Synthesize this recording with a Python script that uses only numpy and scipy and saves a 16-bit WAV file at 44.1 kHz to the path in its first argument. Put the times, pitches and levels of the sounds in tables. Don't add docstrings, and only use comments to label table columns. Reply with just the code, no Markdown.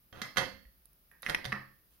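import sys
import numpy as np
from scipy import signal
from scipy.fft import rfft, irfft
from scipy.io import wavfile
from scipy.ndimage import uniform_filter1d

SR = 44100
rng = np.random.default_rng(int(sys.argv[2]) if len(sys.argv) > 2 else 0)


def int16_out(signal):
    q = np.round(np.clip(np.atleast_2d(signal).T, -1, 1) * 32767)
    wavfile.write(sys.argv[1], SR, q.astype(np.int16))


N = 88200
BINS = np.fft.rfftfreq(4096, 1 / SR)


def knock(level_db, bass_db, treble_db, chatter_s, shell_hz, left_db):
    # (frequency [Hz], level [dB])
    spectrum = [(40, -21), (100, -9.5), (170, -6.5), (330, -13.5), (520, -5), (800, -6.5), (1250, -1.5),
                (2050, 1.5), (2500, -8.5), (3300, -2.5), (4500, -5.5), (6100, -11), (7000, -15),
                (10500, -19), (13400, -14), (14600, -30)]
    shape = curve(spectrum, BINS) + treble(treble_db) + peak(bass_db, hz=0, width_hz=350.6)
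    shell = peak(db=9, hz=shell_hz, width_hz=110)
    hit = contact(strike_s=0.0024, strike_db=-5, chatter_s=chatter_s, chatter_db=-1.91)
    return pan(colour(hit, level_db + shape + shell), left_db)


def clack(level_db, hz, treble_db, hollow_db, left_db):
    # (frequency [Hz], level [dB])
    spectrum = [(60, -24), (180, -15.5), (700, -25.5), (1300, -10.5), (1600, -5), (2000, 8), (2350, -2),
                (3200, -10.5), (4600, -22), (5900, -15.5), (6800, -37.5), (10700, -24.5), (12500, -27),
                (15000, -41)]
    shape = curve(spectrum, BINS * 2055 / hz) + treble(treble_db)
    hollow = peak(hollow_db, hz=1190, width_hz=110)
    hit = contact(strike_s=0.00035, strike_db=-2.1, chatter_s=0.0036, chatter_db=-5.5)
    return pan(colour(hit, level_db + shape + hollow), left_db)


def plate(drive):
    # (frequency [Hz], level [dB], t60 [s])
    modes = [(543.4, -9, 0.29), (739, -5.5, 0.23), (1054.3, -11.5, 0.15), (1260, -14.5, 0.17),
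             (1490, -18, 0.14), (1694, -20, 0.13), (1924, -12.5, 0.24), (2040, -9.5, .3),
             (2085, -18.5, 0.3), (2645, -16, 0.36), (3202, -9.5, 0.1), (3900, -12.5, 0.15),
             (4450, -10, 0.13), (4890, -14.5, 0.25), (5110, -11, .26), (6172, -3, 0.062),
             (7470, -8.5, 0.069), (8800, -7, 0.12), (10440, -10.5, .09), (12750, -10.5, .1),
             (13400, -10.5, 0.089)]
    t = np.arange(SR // 2) / SR
    ring = np.zeros((2, len(t)))
    for hz, db, t60 in modes:
        phase = [[rng.uniform(-2, 2)], [0]]
        mode = amp(-60 * t / t60) * np.cos(2 * np.pi * hz * t + phase)
        ring += amp(db - 6.5) * mode / np.linalg.norm(mode[0])
    return signal.fftconvolve(drive, ring, axes=1)[:, :N]


def scrape(length_s, level_db, treble_db, left_db, slips_per_s=2800, spread_db=4, size=8192):
    # (frequency [Hz], level [dB])
    spectrum = [(60, -9), (170, -5.5), (330, -5.5), (500, -5), (750, -6.5), (1400, 1), (2000, -5.5),
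                (2600, -3), (4500, -9.5), (7000, -16.5), (10500, -12.5), (15500, -25.5)]
    t = np.arange(size) / SR
    slips = (rng.random(size) < slips_per_s / SR) * amp(spread_db * rng.standard_normal(size))
    slips = slips * pair(rng.choice([-1., 1.], (2, size)), likeness=0.46)
    slips *= np.sin(np.pi * np.minimum(t / length_s, 1))
    slips *= np.sqrt(length_s * SR) / (np.linalg.norm(slips[1]) + 1e-9)
    return pan(colour(slips, level_db + curve(spectrum, BINS) + treble(treble_db)), left_db)


def tick(level_db, crackle_s, crackle_db, left_db):
    # (frequency [Hz], level [dB])
    spectrum = [(1000, -25.5), (6000, -18.5), (9000, -14.5), (10800, 4.5), (12500, -4), (15500, -9.5)]
    snap = contact(strike_s=0.00025, strike_db=0, chatter_s=crackle_s, chatter_db=crackle_db)
    return pan(colour(snap, level_db + curve(spectrum, BINS)), left_db)


def thump(level_db, hz, rise_s, t60):
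    t = np.arange(SR // 2) / SR
    envelope = amp(level_db - 60 * t / t60) * (1 - np.exp(-t / rise_s))
    return envelope * np.sin(2 * np.pi * hz * t)


def kitchen(sound, walls_s=0.024, early_db=-3):
    # (frequency [Hz], t60 [s])
    decay = [(60, 0.46), (130, 0.66), (200, 0.46), (550, 0.35), (1200, 0.39), (2000, 0.41), (4500, 0.48),
             (7000, 0.29), (14000, 0.41)]
    # (frequency [Hz], gain [dB])
    tone = [(60, -1.5), (500, 5), (1900, -2.5), (3000, -7), (4800, -4), (7000, -1), (14000, -4)]
    echoes = burst(fade_s=0.06, likeness=0.71, size=SR)
    echoes /= np.sqrt(abs(uniform_filter1d(echoes ** 2, size=800)) + 1e-18)
    hz, frame_s, bands = signal.stft(echoes, SR, nperseg=256)
    bands *= amp(-60 * frame_s / curve(decay, hz)[:, None])
    tail = signal.istft(bands, SR, nperseg=256)[1]
    t = np.arange(tail.shape[1]) / SR
    tail *= amp(early_db * np.exp(-(t / walls_s) ** 4))
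    tail = colour(tail / np.linalg.norm(tail[1]), curve(tone, BINS))
    return pan(signal.fftconvolve(sound, tail, axes=1)[:, :N], left_db=1.5)


def hiss(level_db=-65):
    # (frequency [Hz], relative density [dB])
    spectrum = [(15, -30), (25, -6.5), (55, 7), (101, -14.5), (119, -5.5), (183, -7), (227, -13.5),
                (631, -18), (945, -22.5), (1140, -19), (1800, -22), (2630, -23), (4500, -25), (4870, -22),
                (7910, -33.5), (11800, -14.5), (15500, -15.5)]
    # (frequency [Hz], left-right likeness [0..1])
    likeness = [(40, 0.94), (200, 0.72), (1000, 0), (12000, 0)]
    hz = np.fft.rfftfreq(N, 1 / SR)
    white = pair(rfft(rng.standard_normal((2, N))), curve(likeness, hz))
    noise = irfft(white * amp(curve(spectrum, hz)), N)
    return pan(amp(level_db) * noise / noise.std(), left_db=-0.5)


def contact(strike_s, strike_db, chatter_s, chatter_db):
    strike = amp(strike_db) * burst(strike_s, likeness=0.49)
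    chatter = amp(chatter_db) * burst(chatter_s, likeness=0.46)
    return strike + chatter


def burst(fade_s, likeness, size=4096):
    t = np.arange(size) / SR
    spectrum = rfft(pair(rng.standard_normal((2, size)), likeness) * np.exp(-t / fade_s))
    even = irfft(spectrum / (abs(spectrum) + 1e-12))
    even *= np.exp(-t / fade_s / 10)
    return even / np.linalg.norm(even, axis=1, keepdims=True)


def colour(x, db):
    log_gain = np.log(amp(np.concatenate([db, db[-2:0:-1]])))
    taps = np.fft.ifft(np.exp(np.conj(signal.hilbert(log_gain)))).real
    return signal.fftconvolve(x, taps[None, :len(db)], axes=1)


def peak(db, hz, width_hz):
    return db / (1 + ((BINS - hz) / width_hz) ** 2)


def treble(db, corner_hz=3000):
    return db * BINS ** 2 / (BINS ** 2 + corner_hz ** 2)


def curve(points, hz):
    point_hz, value = np.transpose(points)
    return np.interp(np.log(hz + 1), np.log(point_hz + 1), value)


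def pair(sides, likeness):
    left, right = sides
    return np.array([likeness * right + np.sqrt(1 - likeness ** 2) * left, right])


def pan(x, left_db):
    return x * amp([[left_db], [0]])


def amp(db):
    return 10 ** (np.asarray(db) / 20)


def add(mix, start_s, sound):
    part = mix[:, round(start_s * SR):][:, :sound.shape[-1]]
    part += sound[..., :part.shape[1]]


def scene():
    # (time [s], level [dB], bass [dB], treble [dB], chatter [s],
    # shell pitch [Hz], left [dB], pitch the struck spot favours [Hz], to plate [dB], to room [dB])
    knocks = [(0.127, -11, 14, -8, 0.0051, 3170, 0.5, 1489, -5, 1.5),
              (0.217, 2.5, 0, 5.5, 0.006, 5260, -0.5, 2095, -4.5, -2),
              (.3703, 11.5, -2.5, 4, 0.0097, 1462, -2.5, 2140, -2.5, -3.5),
              (0.3824, 12, 1, -1.5, 0.0055, 3140, -5, 4440, -2, -1),
              (.3917, 5, 2, -4, 0.0051, 1272, -3, 723.4, -4.5, -2.5),
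              (1.23, -5, -14.5, -1.5, 0.0066, 3680, 3.5, 2680, -5.5, -6.5),
              (1.2968, 5.5, 4.5, 4.5, 0.0055, 1710, 0.5, 1700, -8.5, -7),
              (1.444, -3, 3, 2.5, 0.0082, 3400, -0.5, 5980, -10, -25),
              (1.453, 5, -0.5, 1, 0.0021, 4650, -2, 6150, -10, -5),
              (1.4600, -7, 19, 7, 0.0014, 3600, 6.5, 6260, -16.5, -4.5),
              (1.5224, -5.5, 13.5, 2.5, 0.0057, 4940, -2, 537, -4.5, -4)]
    # (time [s], length [s], level [dB], treble [dB], left [dB])
    scrapes = [(0.129, 0.1, -39.5, -7.5, -3), (0.358, 0.027, -25, -7, 0.5), (1.229, 0.094, -44.5, 7.5, 4),
               (1.283, .03, -25.5, 0.5, 0), (1.326, 0.044, -46.5, -6, -2.5), (1.888, 0.09, -77, 24.5, 6)]
    # (time [s], level [dB], nominal pitch [Hz], treble [dB], hollow [dB],
    # left [dB], to plate [dB], to room [dB])
    clacks = [(0.653, -26, 1950, -4, 6, -3, -7, -5), (1.1147, -16.5, 1810, -5, 2, 1, -12, 3.5),
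              (1.2640, 6.5, 2030, 4, 2, -1, -22, -1), (1.2701, -2.5, 2010, 4, 7.5, 4, -23.5, 3),
              (1.3470, 15, 1990, 2, -1, 2.5, -25, -8), (1.3502, 4.5, 2026, 6.5, -3, 3, -18, -5),
              (1.5210, 7, 1980, -10, 6.5, -2, -8.5, -2.5), (1.5250, 8, 1887, -7.5, 12.5, -0.5, -8.5, -0.5),
              (1.5276, 8, 2025, -15, 13, 6, -15.5, -7)]
    # (time [s], level [dB], crackle [s], crackle [dB], left [dB])
    ticks = [(0.8564, -16, 0.0022, -7, -9), (.932, -32, .003, 0.5, -5), (1.113, -35, 0.0082, 10.5, -1),
             (1.2216, -17.5, 0.0044, 9, -1.5), (1.2995, -17.5, 0.00305, 0.5, -3),
             (1.3474, -21.5, .0015, -4.5, -5)]
    # (time [s], level [dB], pitch [Hz], rise [s], t60 [s])
    thumps = [(.128, -54, 129.5, 0.016, 0.39), (0.217, -39, 197.6, 0.0017, 0.059),
              (0.238, -51, 126.7, 0.0046, 0.21), (0.372, -42.5, 128.3, 0.0033, 0.3),
              (0.379, -37, 174.5, 0.004, 0.14), (0.376, -48, 58, 0.0054, 0.09),
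              (.53, -52.5, 77, 0.0071, 0.18), (0.655, -50, 52.3, 0.0071, 0.22),
              (1.286, -37, 156.7, 0.021, 0.2), (1.337, -48, 61, 0.007, 0.052),
              (1.464, -36.5, 128.4, 0.011, 0.28), (1.523, -40, 203.8, 0.0017, 0.26),
              (1.531, -44.5, 132.5, 0.0061, 0.39)]
    # (frequency [Hz], gain [dB])
    left_side = [(60, 4), (180, -4.5), (600, -3.5), (1300, -8), (2000, -5.5), (3200, -10.5), (5500, -13.5),
                 (9000, -3.5), (14000, -5)]
    # (frequency [Hz], gain [dB])
    microphone = [(20, 4.5), (6250, -2), (6650, -6), (7100, -9.5), (7450, -4), (7800, -20), (8150, -23),
                  (8550, -13), (8850, -1.5), (9550, -6.5), (9950, -9), (10400, -1.5), (11000, -6.5),
                  (11600, -4.5), (13400, -8.5), (16000, -6)]

    near, to_plate, to_room = np.zeros((3, 2, N))

    def on_plate(start_s, sound, ring_db, room_db):
        add(near, start_s, amp(-3) * sound)
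        add(to_plate, start_s, colour(sound, ring_db))
        add(to_room, start_s, amp(room_db) * sound)

    for start_s, *settings, spot_hz, ring_db, room_db in knocks:
        spot = peak(db=8, hz=spot_hz, width_hz=150)
        on_plate(start_s, knock(*settings), ring_db + spot, room_db)
    for start_s, *settings in scrapes:
        on_plate(start_s, scrape(*settings), ring_db=np.full_like(BINS, -6), room_db=-4)
    for start_s, *settings, ring_db, room_db in clacks:
        sound = clack(*settings)
        add(near, start_s, sound)
        add(to_plate, start_s, amp(ring_db) * sound[1])
        add(to_room, start_s, amp(room_db) * sound[1])
    for start_s, *settings in ticks:
        add(near, start_s, tick(*settings))
    ring = plate(to_plate)
    mix = near + ring + kitchen(to_room + amp(-8) * ring)
    mix[0] = colour(mix[:1], curve(left_side, BINS))[0, :N]
    for start_s, *settings in thumps:
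        add(mix, start_s, thump(*settings))
    return colour(mix, curve(microphone, BINS))[:, :N] + hiss()


def record(dry):
    low_pass = signal.firwin(511, cutoff=15950, window=("kaiser", 9), fs=SR)
    return signal.oaconvolve(dry, low_pass[None], "same")


dry = scene()
out = record(dry)
int16_out(out)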